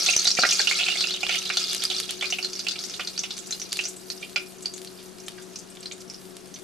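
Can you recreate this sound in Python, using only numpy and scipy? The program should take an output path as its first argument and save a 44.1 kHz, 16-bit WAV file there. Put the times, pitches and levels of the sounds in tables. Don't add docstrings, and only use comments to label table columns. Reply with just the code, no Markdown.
import sys
import numpy as np
from scipy import signal
from scipy.fft import rfft, irfft
from scipy.io import wavfile

SR = 44100
rng = np.random.default_rng(int(sys.argv[2]) if len(sys.argv) > 2 else 0)


def output_pcm(signal):
    pcm = np.clip(np.atleast_2d(signal).T, -1, 1) * 32767
    wavfile.write(sys.argv[1], SR, np.round(pcm).astype(np.int16))


N = 292383
TIME = np.arange(N) / SR
FULL_HEAT_DB, CUTOFF_HZ = -25, 13400


def from_db(db):
    return 10 ** (np.asarray(db) / 20)


def unit_rms(x):
    return x / np.sqrt(np.mean(x ** 2) + 1e-20)


def place(left_db):
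    return from_db(np.array([[.5], [-.5]]) * left_db)


def at_hz(points, hz):
    point_hz, values = np.transpose(points)
    return np.interp(np.log(np.maximum(hz, 1)), np.log(point_hz), values)


def add(out, start_s, sound):
    i = max(0, round(start_s * SR))
    out[..., i:i + sound.shape[-1]] += sound[..., :max(0, N - i)]


def drift(rate_hz):
    r = np.exp(-80 * np.pi * rate_hz / SR)
    slow = signal.lfilter([1], [1, -2 * r, r * r], rng.standard_normal(N // 40 + 2002))[2000:]
    return np.interp(np.arange(N) / 40, np.arange(len(slow)), unit_rms(slow))


def click_sizes(spread_db, limit=3):
    return from_db(spread_db * np.minimum(rng.exponential(1, N), limit))


def butter(x, hz, kind):
    return signal.sosfilt(signal.butter(2, hz, kind, fs=SR, output="sos"), x + 1e-18)


def colour(x, spectrum, size=2048):
    cepstrum = irfft(np.log(from_db(at_hz(spectrum, np.fft.rfftfreq(size, 1 / SR)))))
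    cepstrum[1:size // 2] *= 2
    cepstrum[size // 2 + 1:] = 0
    response = irfft(np.exp(rfft(cepstrum)))
    return signal.oaconvolve(x, response[None] / np.linalg.norm(response))[:, :N]


def ring(x, hz, width_hz):
    r, w = np.exp(-np.pi * width_hz / SR), 2 * np.pi * hz / SR
    return signal.lfilter([1, 0, -1], [1, -2 * r * np.cos(w), r * r], x + 1e-18)


# time_s, heat_db (a relative sound level)
HEAT = [(0, -23), (.22, -27), (.36, -29.5), (.51, -24), (.76, -26.5), (1.03, -28), (1.2, -34),
        (1.33, -27.5), (1.53, -32.5), (1.68, -26.5), (1.88, -32.5), (1.98, -30.5), (2.16, -36.5),
        (2.9, -36.5), (3.42, -41.5), (3.8, -39), (3.95, -47), (4.2, -44), (4.55, -47), (6.63, -50)]
# frequency_hz, level_db
SIZZLE_SPECTRUM = [(100, -40), (500, 3), (900, -10.5), (1400, -1), (1900, -10.5), (2400, -0.5), (4600, 6),
                   (6000, 4.5), (8000, -2), (9500, -4), (12000, -3), (14000, -40)]


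def sizzle(heat_db, calm_db=-47, clump_db=5.5, bands=36):
    level_db = heat_db + .073 * (heat_db - FULL_HEAT_DB) + .55 * np.minimum(heat_db - calm_db, 0)
    per_s = 3600 * from_db(.28 * (level_db + 30))
    born = rng.random(N) < per_s * from_db(clump_db * drift(25)) / SR
    sizes = click_sizes(7.5) * rng.choice([-1, 1], N)
    clicks = born * sizes / np.sqrt(per_s) * place(8 * rng.standard_normal(N))
    band_of_click = rng.integers(0, bands, N)
    out = np.zeros((2, N))
    for band, hz in enumerate(np.geomspace(1250, 9000, bands)):
        grains = unit_rms(ring(clicks * (band_of_click == band), hz, .033 * hz))
        out += from_db(at_hz(SIZZLE_SPECTRUM, hz)) * np.sqrt(hz) * grains
    return unit_rms(out) * from_db(level_db - 8.5)


def spray(heat_db, per_s=3500):
    clicks = (rng.random(N) < per_s / SR) * rng.standard_normal(N) * click_sizes(6.5, limit=4)
    hiss = colour(clicks * place(3 * rng.standard_normal(N)), SIZZLE_SPECTRUM)
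    return from_db(heat_db - 12.5) * unit_rms(hiss)


# time_s, level_db
PRICKLE_LEVEL = [(0, -74), (1.5, -60), (2.4, -55), (3.7, -58), (4.2, -55), (4.8, -58), (5.3, -66),
                 (6.63, -63)]


def prickle(per_s=1100, clump_db=8):
    sizes = rng.choice([-1, 1], N) * click_sizes(6)
    born = rng.random(N) < per_s * from_db(clump_db * drift(7)) / SR
    clicks = born * sizes * place(-5 * rng.standard_normal(N))
    bright = butter(clicks, [7500, CUTOFF_HZ], "band")
    return from_db(np.interp(TIME, *np.transpose(PRICKLE_LEVEL))) * unit_rms(bright)


# pitch_hz, width_hz, level_db
PAN_MODES = [(1400, 69, -4.5), (1502, 21, -4.5), (2163, 68, 1.5), (2440, 34, 5.5), (2560, 21, -16),
             (2850, 37, 3.5), (3544, 34, -1), (4070, 30, -6), (4500, 45, 0.5), (4700, 41, -1),
             (6170, 57, -4)]


def pan_ring(frying):
    return sum(from_db(db) * np.pi * width_hz / SR * ring(frying, hz, width_hz)
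               for hz, width_hz, db in PAN_MODES)


def kitchen(x, near_t60_s=.034, tail_t60_s=.21, likeness=.42, echoes=26):
    t = TIME[:SR // 2]
    near = np.zeros((2, len(t)))
    lags_s, signs = rng.uniform(.001517, .024, echoes), rng.choice([-1, 1], echoes)
    for lag_s, sign, offset in zip(lags_s, signs, rng.normal(0, 1, echoes)):
        for channel, way in enumerate((-1, 1)):
            near[channel, round(lag_s * SR + way * offset)] += sign * from_db(-60 * lag_s / near_t60_s)
    envelope = from_db(-60 * t / tail_t60_s) * np.clip(t / .0086 - .3, 0, 1)
    mid, side = rng.standard_normal((2, len(t))) * envelope
    tail = np.sqrt(1 + likeness) * mid + np.sqrt(1 - likeness) * side * [[1], [-1]]
    response = (from_db(-1.5) * unit_rms(near) + from_db(-7) * unit_rms(tail)) / np.sqrt(len(t))
    return signal.fftconvolve(x, response, axes=1)[:, :N]


# pitch_hz, level_db, left_db, unsteady_share
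MOTOR_TONES = [(186, -61.5, 24.5, 0), (369.7, -51, 11, 0.38), (689, -66, 8, 1)]


def appliance_hum(waver_hz=7.5):
    out = np.zeros((2, N))
    for hz, db, left_db, unsteady in MOTOR_TONES:
        waver = drift(waver_hz) + 1j * drift(waver_hz)
        amplitude = np.sqrt(2 * (1 - unsteady)) + np.sqrt(unsteady) * waver
        out += place(left_db) * from_db(db) * np.real(amplitude * np.exp(2j * np.pi * hz * TIME))
    return out


# frequency_hz, level_db
ROOM_SPECTRUM = [(25, -23), (60, -19), (110, -17), (160, -9.5), (400, -6), (550, -13.5), (690, -13),
                 (850, -17), (1500, -19), (2250, -24), (9000, -25.5), (12700, -33.5), (14000, -73)]
# frequency_hz, likeness
ROOM_LIKENESS = [(60, 0.11), (180, 0.12), (530, 0.057), (1570, 0.21), (4650, 0.99), (13800, 0.09)]
# frequency_hz, left_db
ROOM_BALANCE = [(60, 11.5), (180, 9.5), (530, 4), (1570, -2), (4650, 2), (13800, 9)]


def room_tone(level_db=-47):
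    hz = np.fft.rfftfreq(N, 1 / SR)
    mid, side = rfft(rng.standard_normal((2, N))) * from_db(at_hz(ROOM_SPECTRUM, hz))
    likeness = np.clip(at_hz(ROOM_LIKENESS, hz), -1, 1)
    stereo = np.sqrt(1 + likeness) * mid + np.sqrt(1 - likeness) * side * [[1], [-1]]
    return from_db(level_db) * unit_rms(irfft(stereo * place(at_hz(ROOM_BALANCE, hz)), N))


# time_s, pitch_hz
PITCH_TREND = [(0, 5280), (.6, 5180), (.8, 3430), (1.35, 3540), (1.7, 4200), (2.8, 4660), (3.9, 5750),
               (6.63, 6460)]


def ripening(heat_db, per_s, level_db, fade_share, pitch_ratio, spread_db, scatter_db, count):
    turn = np.arange(count) + rng.random(count)
    size, pitch, side = rng.standard_normal((count, 3)).T
    fall_db = heat_db - FULL_HEAT_DB
    ripened = np.cumsum(per_s * from_db(.7 * fall_db)) / SR
    start_s = np.interp(turn, ripened, TIME)
    db = level_db + fade_share * np.interp(start_s, TIME, fall_db) + spread_db * size
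    typical_hz = pitch_ratio * np.interp(start_s, *np.transpose(PITCH_TREND))
    hz = np.clip(typical_hz * 2 ** (.25 * pitch), 1500, 9500)
    return np.column_stack([start_s, db, hz, .088 * hz, scatter_db * side])[turn < ripened[-1]]


# start_s, level_db, pitch_hz, left_db
PINHEADS = [(.0238, -17, 5660, 2), (.0418, -10, 5330, 1), (.1325, -16, 6000, -5), (.164, -5, 5800, -1),
            (.1905, -13.5, 4400, -4), (.195, -9.5, 6070, 3), (.314, -9, 5000, -1), (.3515, -9.5, 5730, 0),
            (.417, -13, 5000, -3), (.466, -16, 5230, -3), (.4895, -11.5, 5460, -1), (.512, -10.5, 5260, -2),
            (.5542, -12, 4940, -2), (.6038, -15, 4600, -4), (3.1915, -12, 5880, -2),
            (3.5085, -24, 6300, -3)]


def pinhead_bubbles(rows, swell_cycles=3.2, glide_per_s=25):
    out, t = np.zeros((2, N)), TIME[:SR // 80]
    for (start_s, db, hz, *_, left_db), (length, glide) in zip(rows, rng.standard_normal((len(rows), 2))):
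        age = t * hz / (swell_cycles * 2 ** (.77 * length))
        envelope = (age * np.exp(1 - age)) ** 2
        chirp = np.sin(2 * np.pi * hz * t * (1 + glide_per_s * glide * t))
        add(out, start_s, place(left_db) * from_db(db) * envelope * chirp)
    return out


def whistle(phase, t, hz, swell_cycles=2.3, ring_cycles=52):
    envelope = (1 - np.exp(-t * hz / swell_cycles)) * from_db(-60 * t * hz / ring_cycles)
    return envelope * (np.sin(phase) + from_db(-15.5) * (2500 / hz) ** 2 * np.sin(2 * phase))


# start_s, level_db, pitch_hz, width_hz, left_db
STEAM_BUBBLES = [(.0637, -21, 3660, 440, -6), (.078, -23, 4360, 503, 0), (.087, -22.5, 2630, 200, -8),
                 (.103, -23, 4210, 500, -1), (0.1752, -23.5, 5800, 400, 0), (.204, -27, 4400, 300, -3),
                 (0.253, -20.5, 3910, 200, -6), (0.27, -20.5, 5100, 700, -1.5),
                 (0.2734, -18, 4460, 600, -4), (0.3046, -21.5, 4500, 790, -3), (0.3932, -23, 4800, 420, -2),
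                 (0.404, -26, 4870, 300, -2), (0.4258, -22, 4070, 250, -2), (0.490, -26, 3680, 700, -3),
                 (0.509, -21, 6200, 550, 0), (.5273, -23.5, 6760, 1110, 5), (0.5930, -18.5, 4620, 120, -3),
                 (.616, -25, 3950, 1340, 0), (.672, -20.5, 2940, 230, -7.5), (0.7119, -22, 2204, 150, -7),
                 (0.789, -29.5, 2690, 340, 4), (.797, -28, 2790, 600, -9), (.808, -26.5, 2710, 300, -4),
                 (.827, -28.5, 2710, 300, -6), (.863, -30.5, 2630, 300, -6), (.884, -22.5, 2670, 250, -4),
                 (0.92, -30, 2800, 120, -11), (.955, -30.5, 2210, 150, -7), (0.9718, -31, 3560, 300, -2.5),
                 (.984, -27, 4460, 180, -3), (1.0079, -23, 4160, 460, -1), (1.0398, -26.5, 2720, 120, -7),
                 (1.071, -27.5, 5000, 400, -4), (1.107, -27, 4160, 300, -1), (1.139, -27, 3770, 120, -4),
                 (1.231, -24, 2560, 250, -6.5), (1.2930, -24, 2430, 350, -7), (1.3124, -33, 3930, 900, 1),
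                 (1.325, -27, 2850, 300, -3), (1.341, -26.5, 3090, 530, -2), (1.492, -29.5, 4000, 120, -3),
                 (1.504, -31, 2220, 400, 2), (1.5708, -19.5, 4030, 1480, -0.5),
                 (1.699, -32.5, 4740, 670, -3), (1.821, -28.5, 3780, 420, -6),
                 (1.9003, -26.5, 3780, 600, -6), (1.913, -27.5, 3270, 250, -4), (1.946, -30, 4150, 120, -2),
                 (1.983, -31, 4530, 121, -4), (2.0924, -29.5, 3200, 260, -4), (2.21, -28, 3480, 300, -2),
                 (2.2245, -26.5, 2327, 298, -5), (2.256, -30.5, 4240, 400, 0), (2.303, -28, 5780, 440, -1),
                 (2.324, -25.5, 2890, 400, -4.5), (2.386, -29, 2690, 240, -3),
                 (2.4267, -30.5, 4470, 120, -4), (2.4454, -26, 4230, 150, -2),
                 (2.5315, -31.5, 5100, 600, -0.5), (2.593, -28.5, 4860, 420, -1),
                 (2.667, -30, 2740, 350, -7), (2.6849, -24.5, 4150, 840, -1), (2.718, -33, 4430, 300, -2),
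                 (2.79, -31, 4900, 960, -1), (2.839, -30.5, 5270, 1550, -2), (2.897, -32.5, 5200, 410, -1),
                 (2.939, -34.5, 3900, 550, -5), (2.996, -30, 2260, 350, -3.5), (3.008, -33.5, 2880, 900, 0),
                 (3.073, -29.5, 4310, 440, -2), (3.177, -28.5, 4780, 280, -2),
                 (3.192, -29.5, 5760, 617, -1), (3.234, -32.5, 5700, 900, 1), (3.237, -32, 2900, 730, -4),
                 (3.307, -31, 3940, 780, -2), (3.368, -36, 6170, 1140, 1), (3.508, -28.5, 6400, 490, 0),
                 (3.598, -34.5, 5540, 1200, -1), (3.524, -26.5, 4130, 120, -0.5),
                 (3.6167, -30, 5880, 270, -1), (3.7205, -30.5, 4700, 250, 1), (3.7904, -25, 2734, 330, -1),
                 (3.839, -31, 5060, 860, -3), (3.854, -27, 5900, 310, 2), (4.1012, -29, 4430, 201, -3),
                 (4.3599, -23.5, 2463, 200, -6), (4.657, -26.5, 4680, 100, -1.5),
                 (4.738, -36, 7260, 770, 0), (5.558, -34, 5330, 940, -2), (5.857, -32.5, 4200, 170, -2),
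                 (5.921, -37, 6800, 340, 5), (6.099, -35, 5390, 190, -2), (6.144, -40.5, 5260, 160, 0),
                 (6.541, -39, 6100, 398.6, -1)]
# frequency_hz, level_db
CRACK_SPECTRUM = [(100, -64), (560, 2.5), (700, 3.5), (900, -6.5), (1400, 3), (2500, 4.5), (4800, 12.5),
                  (7500, 4), (9500, -4), (13000, -29)]


def steam_bubbles(rows, ring_db, crack_db, grit_db=3.5, flutter_db=5.5, crack_t60_s=.0097):
    rings, cracks, t = np.zeros((2, N)), np.zeros((2, N)), TIME[:SR // 14]
    onset, knots = slice(SR // 160), slice(None, None, SR // 700)
    swell = 1 - np.exp(-t / .0008)
    rising_t = np.cumsum(1 + .069 * (np.tanh(t / .016) - .15)) / SR
    for start_s, db, hz, width_hz, left_db in rows:
        tear, grit = rng.standard_normal((2, len(t)))
        tear *= from_db(grit_db * np.repeat(grit, 20)[:len(t)]) * swell
        t60_s = .045 * (4000 / hz) ** .098
        sputter = tear * from_db(-60 * t / t60_s)
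        sputter[0] += from_db(-2) * np.linalg.norm(sputter)
        cavity = np.interp(rising_t, t, ring(sputter, hz, 230 + width_hz))
        cavity = ring(cavity, hz, .5 * hz + width_hz)
        note = whistle(2 * np.pi * hz * rising_t, t, hz)
        note *= from_db(flutter_db * np.interp(t, t[knots], grit[knots]))
        clean_share = 1 / (1 + (width_hz / 300) ** 2)
        voice = np.sqrt(1 - clean_share) * cavity / np.std(cavity[onset])
        voice += np.sqrt(clean_share) * note / np.std(note[onset])
        add(rings, start_s, place(left_db) * from_db(db + ring_db) * voice)
        crack = tear * from_db(-60 * t / crack_t60_s)
        add(cracks, start_s, place(left_db) * from_db(db + crack_db) * crack / np.std(crack[onset]))
    return rings + colour(cracks, CRACK_SPECTRUM)


def neighbours(rows, delay_s=.014, loss_db=8):
    start_s, db, hz, width_hz, left_db = np.transpose(rows)
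    late, size, pitch, side = rng.standard_normal((len(rows), 4)).T
    return np.column_stack([start_s + delay_s * 2 ** (.5 * late), db - loss_db + 1.5 * size,
                            hz * 1.08 * 2 ** (.142 * pitch), width_hz, left_db + 8 * side])


# pitch_hz, width_hz, level_db
HOLLOW_MODES = [(570, 47, 0.5), (695, 140, 1.5), (1357, 86, -2)]


def hollow(t60_s=.027, calm_db=-37):
    puffs, t = np.zeros(N), TIME[:SR // 10]
    for start_s, db, bubble_hz, _, _ in STEAM_BUBBLES:
        fall_db = min(np.interp(start_s, *np.transpose(HEAT)) - calm_db, 0)
        puff = rng.standard_normal(len(t)) * from_db(-60 * t / t60_s)
        add(puffs, start_s, from_db(db - 20 + .9 * fall_db) * (2500 / bubble_hz) ** 2.6 * puff)
    body = sum(from_db(db) * np.sqrt(np.pi * width_hz / SR) * ring(puffs, hz, width_hz)
               for hz, width_hz, db in HOLLOW_MODES)
    return 2 * butter(body, 480, "high") * place(11)


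# start_s, level_db, pitch_hz, width_hz, t60_s, left_db
SPUTTERS_AND_CLICKS = [(.132, -31, 2520, 500, 0.047, -6), (0.369, -30.5, 2440, 600, 0.13, -6.5),
                       (.4345, -18, 1460, 142, 0.014, -7), (.449, -23, 1880, 503, 0.034, -4),
                       (0.465, -28, 5470, 1500, 0.14, -1), (0.519, -28.5, 2800, 710, 0.028, -8),
                       (.598, -27.5, 1670, 250, 0.025, -6), (1.454, -33, 3760, 600, 0.064, -6),
                       (1.5005, -30.5, 1440, 1300, 0.006, -10), (2.222, -42, 1270, 400, 0.16, -5),
                       (2.756, -37, 2850, 805, 0.034, -3), (2.994, -35.5, 1100, 700, 0.042, -7),
                       (3.468, -39, 7300, 2000, 0.044, 1), (3.755, -35.5, 4100, 900, 0.12, -2),
                       (3.792, -41, 1700, 600, 0.022, -7), (3.806, -38.5, 6200, 2000, 0.12, 0),
                       (3.881, -35.5, 7300, 1600, 0.099, 1), (3.962, -42.5, 8000, 1190, 0.12, 2),
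                       (4.225, -38, 2600, 700, 0.091, -3.5), (4.3604, -28.5, 4960, 300, 0.016, 0),
                       (4.361, -37.5, 1380, 200, .035, -8), (4.365, -31, 2450, 250, .09, 7),
                       (4.623, -40.5, 7100, 1600, 0.059, 0), (4.648, -49, 2650, 1200, 0.039, -6),
                       (4.873, -42.5, 4170, 1800, 0.01, 1), (4.985, -51, 3200, 3000, 0.29, 0),
                       (5.199, -45, 6100, 900, .05, -2), (5.262, -45, 6600, 700, .04, 5),
                       (5.378, -46.5, 1400, 900, 0.084, -2), (5.421, -45.5, 7100, 2500, 0.083, 0),
                       (5.587, -41, 6400, 2200, 0.062, 4), (5.70, -46, 8300, 700, .05, 1),
                       (5.828, -42.5, 4300, 3020, 0.036, -3), (5.912, -41, 2620, 1800, 0.016, -5),
                       (6.002, -45, 6060, 1200, .05, -2), (6.558, -45.5, 2880, 3000, 0.032, -3)]


def sputters_and_clicks(swell_s=.00067, grit_db=1.5):
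    out, t = np.zeros((2, N)), TIME[:SR // 6]
    for start_s, db, hz, width_hz, t60_s, left_db in SPUTTERS_AND_CLICKS:
        burst, grit = rng.standard_normal((2, len(t)))
        burst *= from_db(grit_db * np.repeat(grit, 20)[:len(t)] - 60 * t / t60_s)
        burst *= 1 - np.exp(-t / swell_s)
        resonance = unit_rms(ring(ring(burst, hz, width_hz), hz, width_hz=hz))
        body = from_db(-7) * (1400 / hz) ** 2 * unit_rms(ring(burst, hz=630, width_hz=200))
        sound = resonance + body
        add(out, start_s, place(left_db) * from_db(db) * sound / np.std(sound[:SR // 100]))
    return out


# start_s, level_db, left_db
FAT_SNAPS = [(0.1648, -9, -10), (0.245, -12, -8), (1.748, -8.5, 1), (1.713, -21, 11), (1.732, -9, -1),
             (1.8383, -5, 0), (1.853, -13, 5), (2.001, -7, 0), (2.1082, -9.5, 3), (3.38, -18.5, 1),
             (3.729, -7.5, -5), (3.771, -14.5, 8), (4.296, -28, 4), (4.7796, -22.5, 1), (4.8172, -24, 2),
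             (4.8478, -22.5, 0), (5.2839, -16.5, -1), (6.368, -23, -1)]
# frequency_hz, level_db
SNAP_SPECTRUM = [(100, -31), (1500, -4), (3500, 7), (6000, 3.5), (9000, 3.5), (12000, -1), (14000, -28)]


def fat_snaps(heat_db, faint_per_s=14):
    sizes = from_db(-29 + .17 * (heat_db + 63)) * click_sizes(.5)
    clicks = (rng.random(N) < faint_per_s / SR) * sizes * place(2 + 3 * rng.standard_normal(N))
    for start_s, db, left_db in FAT_SNAPS:
        add(clicks, start_s, place(left_db) * from_db(db + 6))
    return colour(clicks, SNAP_SPECTRUM)


# start_s, peak_db
TOUCHES = [(0.164, -14.5), (0.2705, -20)]


def handling_thumps(left_db=-18):
    out = np.zeros(N)
    pulse = butter(signal.unit_impulse(SR // 6), [18, 800], "band")
    for start_s, db in TOUCHES:
        add(out, start_s, from_db(db) * pulse / pulse.max())
    return out * from_db([[left_db], [0]])


# start_s, level_db
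PLATE_KNOCKS = [(0.3887, 0), (.4345, -3), (.450, -7)]
# pitch_hz, level_db, t60_s
PLATE_MODES = [(135, -50, 0.054), (260, -33, 0.028), (410, -39, 0.014), (546, -25.5, 0.04),
               (730, -22.5, 0.038), (870, -27, 0.021), (1400, -15.5, .022)]


def plate():
    out, t = np.zeros(N), TIME[:SR // 6]
    for start_s, db in PLATE_KNOCKS:
        for hz, mode_db, t60_s in PLATE_MODES:
            envelope = from_db(db + mode_db + rng.normal(0, 1) - 60 * t / t60_s)
            add(out, start_s, envelope * np.sin(2 * np.pi * hz * t))
    return butter(out, 170, "high") * place(7.5)


# start_s, level_db
SPOON_TAPS = [(1.267, -14.5), (5.2822, -21), (5.771, -30)]
# pitch_hz, level_db, t60_s
SPOON_MODES = [(2470, -16, .008), (3380, 1.5, 0.0058)]


def spoon():
    out, t = np.zeros(N), TIME[:SR // 20]
    for start_s, db in SPOON_TAPS:
        for hz, mode_db, t60_s in SPOON_MODES:
            add(out, start_s, from_db(db + mode_db - 60 * t / t60_s) * np.sin(2 * np.pi * hz * t))
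    return out * place(0)


def scene():
    heat_db = np.interp(TIME, *np.transpose(HEAT))
    neighbour_rows = neighbours(STEAM_BUBBLES)
    lesser_rows = ripening(heat_db, per_s=35, level_db=-32, fade_share=.8, pitch_ratio=.97,
                           spread_db=2, scatter_db=1, count=200)
    large_bursts = steam_bubbles(STEAM_BUBBLES, ring_db=.4, crack_db=-7) + hollow()
    small_bursts = steam_bubbles(np.vstack([neighbour_rows, lesser_rows]), ring_db=-2, crack_db=-8.5)
    chirps = pinhead_bubbles(PINHEADS)
    chirps += pinhead_bubbles(ripening(heat_db, per_s=110, level_db=-20, fade_share=.93,
                                       pitch_ratio=1.086, spread_db=4, scatter_db=2.5, count=600))
    hiss = sizzle(heat_db) + spray(heat_db)
    clicks = fat_snaps(heat_db) + prickle() + spoon()
    parts = large_bursts, small_bursts, sputters_and_clicks(), hiss
    frying = sum(part + kitchen(part) for part in parts)
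    frying = from_db(-1) * (frying + pan_ring(frying))
    chirps += from_db(-3) * kitchen(chirps)
    knocks = plate()
    echoes = from_db(-2) * kitchen(clicks + from_db(-3.5) * knocks)
    return frying + chirps + clicks + knocks + echoes + handling_thumps() + appliance_hum() + room_tone()


def record(dry):
    return signal.sosfilt(signal.ellip(8, .2, 70, CUTOFF_HZ, fs=SR, output="sos"), np.tanh(dry))


dry = scene()
out = record(dry)
output_pcm(out)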